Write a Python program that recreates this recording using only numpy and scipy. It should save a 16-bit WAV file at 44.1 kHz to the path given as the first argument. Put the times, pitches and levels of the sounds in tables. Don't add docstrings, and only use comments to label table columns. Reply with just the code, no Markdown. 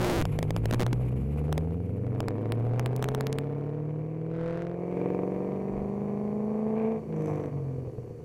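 import sys
import numpy as np
from scipy import signal
from scipy.fft import rfft, irfft
from scipy.io import wavfile
from scipy.ndimage import uniform_filter1d, minimum_filter1d, map_coordinates

SR = 44100
rng = np.random.default_rng(int(sys.argv[2]) if len(sys.argv) > 2 else 0)


def dump_mix(stems):
    frames = np.atleast_2d(stems).T
    limited = np.clip(frames, -1, 1)
    pcm = np.round(limited * 32767).astype(np.int16)
    wavfile.write(sys.argv[1], SR, pcm)


N = 363384

CYLINDER_FIRINGS = [(0.39, 0.0019), (0.74, 0.096), (0.39, -0.063), (0.62, 0.025), (0.55, -0.11),
                    (0.77, 0.084), (0.76, 0.031), (0.47, -0.03)]
# time in seconds, level in dB.
CLIP_LEVEL = [(4.68, -23.9), (4.85, -18), (5, -14)]
# centre in seconds, half-length in seconds, depth in dB.
LIFT_DIPS = [(7.035, 0.061, -11.5), (7.505, 0.021, -8), (7.92, 0.022, -6)]
# centre in seconds, half-length in seconds, extra level in dB.
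JET_BLASTS = [(0.094, .125, 9.5)]
# frequency in Hz, density in dB per Hz.
SIZZLE_SPECTRUM = [(3000, -23), (5200, -11), (6100, 6), (6800, -12), (7500, -1), (9000, -19), (11200, -5),
                   (12500, -17), (16000, -34)]
# frequency in Hz, density in dB per Hz.
CRACK_SPECTRUM = [(400, -14), (900, 8), (1800, 8.5), (2800, -3), (3700, -8), (5000, -15), (8000, -27),
                  (15000, -44.5)]


def amp(db):
    return 10 ** (np.asarray(db) / 20)


def unit(x):
    return x / np.sqrt(np.mean(x ** 2) + 1e-20)


def steady(x):
    return x / np.sqrt(np.abs(uniform_filter1d(x * x, SR // 3)) + 1e-20)


def curves(rows):
    s, *cols = np.transpose(rows)
    return [np.interp(np.arange(N) / SR, s, c) for c in cols]


def wobble(rate):
    knots = rng.standard_normal(int(N * rate / SR) + 4)
    return map_coordinates(knots, [np.arange(N) * rate / SR])


def swells(rows, order=2):
    t = np.arange(N) / SR
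    return sum(height * np.exp(-np.abs((t - s) / half) ** order) for s, half, height in rows)


def bursts(rows):
    return swells([(s, half, amp(db)) for s, half, db in rows])


def colour(x, points, size=8192):
    hz, db = np.transpose(points)
    gain = amp(np.interp(np.log(np.fft.rfftfreq(size, 1 / SR) + 1), np.log(hz), db))
    cepstrum = irfft(np.log(gain))
    cepstrum[1:size // 2] *= 2
    cepstrum[size // 2 + 1:] = 0
    return signal.fftconvolve(x, irfft(np.exp(rfft(cepstrum))))[:N]


def noise(points):
    return unit(colour(rng.standard_normal(N), points))


def pulses(at, sizes):
    at = np.clip(at, 0, N - 2)
    whole = at.astype(int)
    part = at - whole
    return np.bincount(whole, sizes * (1 - part), N) + np.bincount(whole + 1, sizes * part, N)


def resonance(hz, centre_hz, width_hz, db):
    return amp(db) ** 2 / (1 + (2 * (hz - centre_hz) / width_hz) ** 2)


def crank():
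    # time in seconds, rate in firings per second.
    firing_rate = [(0.0, 62.16), (0.36, 50.16), (0.8, 58.7), (1.14, 62.92), (1.32, 72.05), (1.53, 76.84),
                   (1.91, 89.86), (2.4, 108.02), (2.89, 124.49), (3.02, 128.7), (3.21, 132.9),
                   (3.43, 140.6), (3.62, 144.35), (3.8, 149.34), (5.01, 180.06), (6.92, 222.82),
                   (7.05, 216), (7.416, 198.8), (7.742, 176), (8.02, 160), (8.24, 152)]
    rate = curves(firing_rate)[0]
    return rate, np.cumsum(rate) / SR - 2.8


def firing_tone(rate, firings, rough):
    # multiple of the eight-firing cycle, level in dB.
    main_orders = [(8, 3), (16, 1.5), (24, -0.5)]
    # frequency in Hz, width in Hz, level in dB.
    pipe_modes = [(76, 17, -9.5), (117.6, 11.8, -0.5), (154.8, 15.2, -5), (220, 37, -13.5),
                  (320.5, 81, -12), (443.7, 12.7, -11.5), (499.3, 10, -5.5), (679, 23, -15)]
    # multiple of the cycle, resonance frequency in Hz, width in Hz, level in dB.
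    weak_orders = [(5, 127, 10, -25), (6, 118, 16, -13), (9, 221, 26, -21), (10, 121, 9.6, -1),
                   (13, 215, 8.1, -15), (14, 320, 20, -19), (15, 392, 36, -26), (18, 270, 55, -16),
                   (18, 410, 36, -16), (19, 480, 60, -25), (20, 250, 36, -18), (21, 420, 9.8, -18.5),
                   (21, 475, 22, -14), (22, 470, 30, -19.5), (23, 600, 40, -25), (24, 497, 34, -17),
                   (26, 434, 42, -6.5), (28, 412, 20, -17), (30, 405, 20, -20), (30, 680, 90, -30),
                   (31, 490, 22, -21), (32, 672, 26, -13), (32, 738, 20, -27), (32, 890, 24, -33),
                   (34, 505, 46, -15), (35, 474, 20, -17), (38, 472, 30, -20), (40, 900, 150, -30),
                   (42, 680, 60, -27), (48, 1000, 50, -33), (56, 1170, 60, -34)]
    # centre in Hz, width in Hz, depth in dB.
    side_chamber = (633, 235, -4.5)
    notch_hz, notch_width_hz, notch_depth_db = side_chamber
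    cycle_hz = rate / len(CYLINDER_FIRINGS)
    powers = []
    for order, db in main_orders:
        pipe_gain = sum(resonance(order * cycle_hz, *mode) for mode in pipe_modes)
        powers.append((order, amp(db) ** 2 * pipe_gain))
    powers += [(order, resonance(order * cycle_hz, *mode)) for order, *mode in weak_orders]
    tone = np.zeros(N)
    for order, power in powers:
        multiple = order / len(CYLINDER_FIRINGS)
        phase = 2 * np.pi * (firings - .08) * multiple
        notch_db = notch_depth_db * resonance(order * cycle_hz, notch_hz, notch_width_hz, 0)
        shake_db = 3 * rough * wobble(35)
        jitter = multiple * 1.3 * rough * wobble(30)
        tone += np.sqrt(2 * power) * amp(notch_db + shake_db) * np.cos(phase + jitter)
    return tone


def puffs(rate, firings, rough):
    # centre in seconds, half-length in seconds, extra strength.
    lope_spell = [(5.15, 0.23, 0.81)]
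    lope = 0.37 + swells(lope_spell)
    n = np.arange(int(firings[0]), int(firings[-1]))
    on_beat = np.interp(n, firings, np.arange(N))
    i = on_beat.astype(int)
    period = SR / rate[i]
    cylinder = n % len(CYLINDER_FIRINGS)
    strength, late = np.array(CYLINDER_FIRINGS)[cylinder].T
    chance = rng.standard_normal((len(n), 2))
    size = strength + lope[i] * (cylinder == 0) + rough[i] * chance[:, 0]
    lag = late * period
    at = on_beat + lag + 0.1 * rough[i] * chance[:, 1] * period
    return on_beat, lag, at, size, period


def even_beat(on_beat, lag, sizes):
    shifted = [pulses(on_beat + np.roll(lag, k), np.roll(sizes, k)) for k in range(-4, 4)]
    return np.mean(shifted, axis=0)


def uneven_burble(uneven, lift_db):
    # time in seconds, tailpipe burble in dB, muffler boom in dB, before the lifts and trims.
    burble_levels = [(0, -67.5, -33), (.3, -39, -35), (1.25, -39, -31.5), (1.5, -33, -68),
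                     (1.87, -39, -35.5), (2.3, -32.5, -35), (3.3, -39, -36), (4.13, -47.5, -45.5),
                     (4.74, -48.5, -72), (5.0, -32, -40), (5.4, -32.5, -42.5), (5.8, -38.5, -38.5),
                     (6.8, -45.5, -43.5), (7.3, -35.5, -35.5), (7.65, -46, -37.5), (8.24, -57, -47.5)]
    # frequency in Hz, response in dB.
    muffler_response = [(20, -30), (45, -22.5), (75, -17), (110, -1.5), (145, -4), (190, -5), (240, -6.5),
                        (330, -27), (700, -68), (2000, -120)]
    # frequency in Hz, response in dB.
    tailpipe_response = [(60, -33), (200, -4), (285, 2), (360, -7.5), (430, 0), (490, 2.5), (540, -14.5),
                         (700, -8.5), (900, -23), (1500, -43), (5000, -110)]
    burble_db, boom_db = np.array(curves(burble_levels)) + 0.1 * lift_db
    boom = amp(boom_db - 5.5) * steady(colour(uneven, muffler_response))
    burble = amp(burble_db - 2.0) * steady(colour(uneven, tailpipe_response))
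    return boom + burble


def front_bark(ragged, bark_db):
    # frequency in Hz, response in dB.
    bark_response = [(100, -38.5), (300, 4.5), (520, -16), (600, 11.5), (740, 12), (830, 3), (950, 3.5),
                     (1150, -1), (1400, -14.5), (2300, -15.5), (2800, -29.5), (3500, -36), (6000, -53)]
    return amp(bark_db) * steady(colour(ragged, bark_response))


def gas_rasp(at, steep, bark_db):
    # frequency in Hz, density in dB per Hz.
    gas_spectrum = [(400, -59), (1000, -19), (1500, 0), (1850, -5), (2300, 8.5), (2700, -4.5), (3300, -22),
                    (5000, -37), (9000, -45), (16000, -52)]
    # centre in seconds, half-length in seconds, rise in dB.
    flares = [(4.5, 0.58, 5.5), (5.02, 0.14, 4), (6.835, 0.081, 9.5), (7.32, 0.22, 0.5)]
    # centre in seconds, half-length in seconds, level in dB.
    sizzle_spells = [(7.26, 0.087, -68.5), (7.41, 0.066, -74)]
    eddies = pulses(at, steep * amp(1.7 * rng.standard_normal(len(at))))
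    decay_s = 0.0028
    gate = unit(signal.lfilter([1], [1, -np.exp(-1 / (decay_s * SR))], eddies))
    rasp_db = bark_db - 22.5 + swells(flares, order=6)
    rasp = amp(rasp_db) * steady(noise(gas_spectrum) * (gate + 0.42))
    sizzle = bursts(sizzle_spells) * steady(noise(SIZZLE_SPECTRUM) * (gate + 0.33))
    return rasp + sizzle


def street(x):
    t = np.arange(SR // 2) / SR
    tail = rng.standard_normal(len(t)) * amp(-60 * t / .22) * (t > .012)
    far = signal.sosfilt(signal.butter(2, 350, "highpass", fs=SR, output="sos"), x)
    return signal.fftconvolve(far, tail / np.linalg.norm(tail))[:N]


def exhaust():
    # time in seconds, roughness from 0 to 1.
    roughness = [(1.5, .17), (2.3, .07), (4.6, .045), (5.2, .085), (6.8, .12), (7.2, .14), (7.7, .24)]
    # time in seconds, level in dB before the lifts.
    throttle_bark = [(0, -26), (.3, -80), (.8, -39), (1.15, -54), (1.4, -71), (1.92, -53), (2.2, -42.5),
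                     (2.8, -42), (3.6, -45.5), (4.2, -52), (4.5, -52), (4.75, -48), (5.05, -40),
                     (5.4, -41.5), (6.35, -47), (6.85, -42), (7.1, -46.5), (7.3, -39), (7.7, -51.5),
                     (8.24, -61)]
    # time in seconds, level in dB.
    tone_level = [(0, -25), (1, -25), (1.6, -25), (2, -28), (2.4, -30.5), (2.75, -28), (3.2, -25.5),
                  (4.15, -33.5), (4.42, -27), (4.75, -29), (5.05, -24), (5.6, -24.5), (6.5, -21),
                  (6.87, -20), (7.1, -26), (7.35, -34), (7.6, -41.5), (8.24, -56)]
    rate, firings = crank()
    rough, lift_db = curves(roughness)[0], swells(LIFT_DIPS)
    bark_db = curves(throttle_bark)[0] + .5 * lift_db
    blast = amp(swells(JET_BLASTS, order=8))
    tone = firing_tone(rate, firings, rough) * amp(curves(tone_level)[0] + lift_db) * blast
    on_beat, lag, at, size, period = puffs(rate, firings, rough)
    uneven = pulses(at, size) - even_beat(on_beat, lag, size)
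    steep = np.abs(size) ** 1.6
    ragged = pulses(at, steep) - .92 * even_beat(on_beat, lag, steep)
    growl = uneven_burble(uneven, lift_db) + front_bark(ragged, bark_db)
    growl = growl + gas_rasp(at, steep, bark_db) + crackle(at, size, period)
    echo_db = np.linspace(-14, -6, N)
    return tone + growl + amp(echo_db) * street(growl)


def jet():
    # frequency in Hz, density in dB per Hz.
    churn_spectrum = [(30, -1.5), (110, 0.5), (300, -8), (700, -22), (2000, -49), (6000, -60)]
    near = swells([(s, half, 1) for s, half, db in JET_BLASTS], order=16)
    push_db, churn_db = -13.9, -35
    return near * (amp(push_db) + amp(churn_db) * noise(churn_spectrum))


def air():
    # frequency in Hz, density in dB per Hz.
    road_spectrum = [(15, -43), (25, -38.5), (80, -16.5), (119, -23), (152, -7), (182, -39), (255, -25.5),
                     (325, -18), (485, -14.5), (655, -43), (3000, -55.5), (3900, -100.5), (6600, -120)]
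    # centre in seconds, half-length in seconds, level in dB.
    gusts = [(.12, 0.27, -36), (.76, 0.31, -32), (3.15, 0.15, -46), (5.8, 0.071, -39.5)]
    # frequency in Hz, density in dB per Hz.
    intake_spectrum = [(1000, 1), (1700, -11.5), (2300, -1.5), (2800, -8), (3500, -19.5), (6000, -28.5),
                       (8000, -21.5), (9500, -30), (11200, -12.5), (12500, -33), (14800, -22),
                       (16000, -48.5)]
    # time in seconds, mean level in dB.
    intake_fade = [(.5, -53), (1.55, -58), (1.7, -60.5), (2.05, -66), (3.2, -62.5), (4, -83.5)]
    # frequency in Hz, density in dB per Hz.
    hiss_spectrum = [(1500, -25), (3000, -9), (4100, -8), (4500, 0), (5000, -10), (5800, -3), (7000, -7),
                     (9500, -10), (11500, -9), (12800, -17), (14300, -10), (15200, -18), (15600, -35)]
    wind_spectrum = [(10, 3.5), (30, -9.5), (60, 7.0), (120, -12.0), (400, -58.5), (2000, -100)]
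    road = amp(-44.5 + 0.7 * wobble(7.8)) * noise(road_spectrum)
    clip_db = curves(CLIP_LEVEL)[0]
    rise_db = clip_db - clip_db.min()
    breeze = amp(-76 + 0.79 * rise_db)
    wind = (breeze + bursts(gusts)) * noise(wind_spectrum)
    intake = amp(curves(intake_fade)[0] + 3.85 * wobble(66)) * noise(intake_spectrum)
    hiss = amp(-81 + 0.68 * rise_db) * noise(hiss_spectrum)
    return road + wind + intake + hiss


def spikes(pressure):
    # time in seconds, width in seconds.
    spike_times = [(.0455, .0007), (.0995, .0008), (.2147, .0002), (.2233, .0024), (.2542, .0005),
                   (.3898, .00077), (.4289, .0007), (.5071, .00073), (.5645, .0005), (.6572, .00084),
                   (.7112, .00093), (.728, .00245), (.737, .00039), (.7449, .00145), (.7975, .00215),
                   (.8057, .00079), (.8137, .00125), (.8221, .00068), (.8313, .00306), (.8654, .00041),
                   (.9306, .00166), (1.5273, .00043), (1.5793, .0007), (2.2049, .0005), (2.284, .00032),
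                   (2.5218, .00014), (2.7959, .00025), (2.8609, .00018), (2.9636, .00004), (3.0261, .00043),
                   (3.0427, .0002), (3.0878, .00041), (3.1488, .00043), (3.2091, .00034), (3.2691, .00013),
                   (3.3282, .00008), (3.3862, .00018)]
    out, offsets = np.zeros(N), np.arange(-SR // 150, SR // 150)
    t = offsets / SR
    for s, width in spike_times:
        i = round(s * SR) + offsets
        swell = np.exp(-(t / (.0007 + width)) ** 4)
        spike = np.minimum(amp(-11) / (1 + (2 * t / width) ** 2), amp(-14))
        out[i] += swell * (amp(-25) - pressure[i] + spike)
    return out


def crackle(at, size, period):
    # centre in seconds, half-length in seconds, level in dB, widest swing between cracks in dB.
    spells = [(2.85, .62, -61, 14), (3.62, .22, -67, 10), (4.48, .16, -54, 4)]
    lag_periods = .25
    out = np.zeros(N)
    for s, half, db, scatter_db in spells:
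        strength = size * amp(scatter_db * rng.uniform(-1, 1, len(at)))
        cracks = unit(colour(pulses(at + lag_periods * period, strength), CRACK_SPECTRUM))
        out += cracks * swells([(s, half, amp(db))], order=8)
    return out


def pops():
    # time in seconds, crack peak in dB, spit level in dB.
    pop_times = [(4.4785, -35, -70), (4.526, -37, -67), (4.5742, -30, -66), (4.6212, -30.5, -62),
                 (4.669, -35, -62), (4.7148, -39, -71), (7.126, -42, -69), (7.164, -43, -56),
                 (7.2217, -42, -50), (7.259, -41, -47.5), (7.273, -41, -55), (7.339, -48, -59),
                 (7.358, -46, -55), (7.398, -43, -66), (7.439, -39, -64), (7.459, -40, -55)]
    s, crack_db, spit_db = np.transpose(pop_times)
    peak = np.abs(colour(np.ones(1), CRACK_SPECTRUM)).max()
    cracks = colour(pulses(s * SR, amp(crack_db)), CRACK_SPECTRUM) / peak
    decay_s = 0.0012
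    spits = signal.lfilter([1], [1, -np.exp(-1 / (decay_s * SR))], pulses(s * SR, amp(spit_db)))
    return cracks + spits * noise(SIZZLE_SPECTRUM)


def overrun():
    # time in seconds, drone in dB, snarl in dB, before the lifts.
    overrun_levels = [(6.85, -73, -99), (6.98, -34, -59), (7.1, -31, -48), (7.24, -31.5, -38.5),
                      (7.46, -31.5, -41.5), (7.58, -29, -47.5), (7.8, -33.5, -49), (8.0, -40.5, -62),
                      (8.24, -44.5, -76)]
    # multiple of the cycle, relative level in dB.
    drone_orders = [(4, -15.5), (6, -1.5)]
    # multiple of the cycle, relative level in dB.
    snarl_orders = [(12, 2.5), (14, -2)]
    # frequency in Hz, width in Hz, relative level in dB.
    tailpipe_ring = (477, 40, 0.48)
    rate, firings = crank()
    drone_db, snarl_db = curves(overrun_levels)
    cycles = (firings - 0.847) / len(CYLINDER_FIRINGS)
    cycle_hz = rate / len(CYLINDER_FIRINGS)

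    def line(order):
        phase = 2 * np.pi * cycles * order + .1 * wobble(25)
        return np.sqrt(2) * amp(1.0 * wobble(22)) * np.cos(phase)

    drone = sum(amp(db) * line(order) for order, db in drone_orders)
    snarl = sum(amp(db) * line(order) for order, db in snarl_orders)
    for order in range(16, 26, 2):
        snarl = snarl + np.sqrt(resonance(order * cycle_hz, *tailpipe_ring)) * line(order)
    return amp(swells(LIFT_DIPS)) * (amp(drone_db) * drone + amp(snarl_db) * snarl)


def burps():
    # time in seconds, level in dB.
    burp_times = [(7.67, -38), (7.715, -37), (7.784, -29), (7.878, -27), (7.983, -25), (8.041, -35),
                  (8.105, -29), (8.19, -37)]
    # frequency in Hz, relative level in dB, 60 dB decay time in seconds.
    modes = [(127, -1, .07), (288, -14, 0.033), (483, -8.5, 0.058)]
    s, level_db = np.transpose(burp_times)
    t = np.arange(SR // 5) / SR
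    ring = sum(amp(db - 60 * t / t60) * np.sin(2 * np.pi * hz * t) for hz, db, t60 in modes)
    ring = ring * (1 - np.exp(-t / .001))
    return signal.fftconvolve(pulses(s * SR, amp(level_db)), ring)[:N]


def scene():
    pressure = exhaust() + jet() + overrun() + burps() + pops() + air()
    return (pressure + spikes(pressure))[None]


def record(dry):
    rail_spectrum = [(500, 12), (2000, -7), (16000, -5.5)]
    tick_spectrum = [(400, -14), (1300, -2.5), (2300, -8), (4000, -4.0), (6500, -6.5),
                     (10000, -6), (16000, -27.5)]
    top = amp(curves(CLIP_LEVEL)[0])
    drive = dry / top
    flat = drive / (1 + np.abs(drive) ** 16) ** (1 / 16)
    snap = np.tanh(25 * (3.1 - drive))
    sag = 1 - np.clip((drive - 4.2) / 2.2, 0, 1)
    snapped = uniform_filter1d((1 - snap) / 2, size=300)
    rail_noise = amp(-41.0) * snapped * noise(rail_spectrum)
    recent_peak = -minimum_filter1d(-drive[0], size=180)
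    depth = np.clip((recent_peak - 1) / .45, 0, 1)
    recovers = np.diff((drive[0] > 1).astype(float), prepend=0) < 0
    fall = np.clip(-np.gradient(drive[0]), 0, .1)
    ticks = amp(-16) * colour(recovers * depth * fall, tick_spectrum)
    lowpass = signal.ellip(10, .1, 90, 15800, fs=SR, output="sos")
    return signal.sosfilt(lowpass, top * flat * snap * sag + rail_noise + ticks)


dry = scene()
out = record(dry)
dump_mix(out)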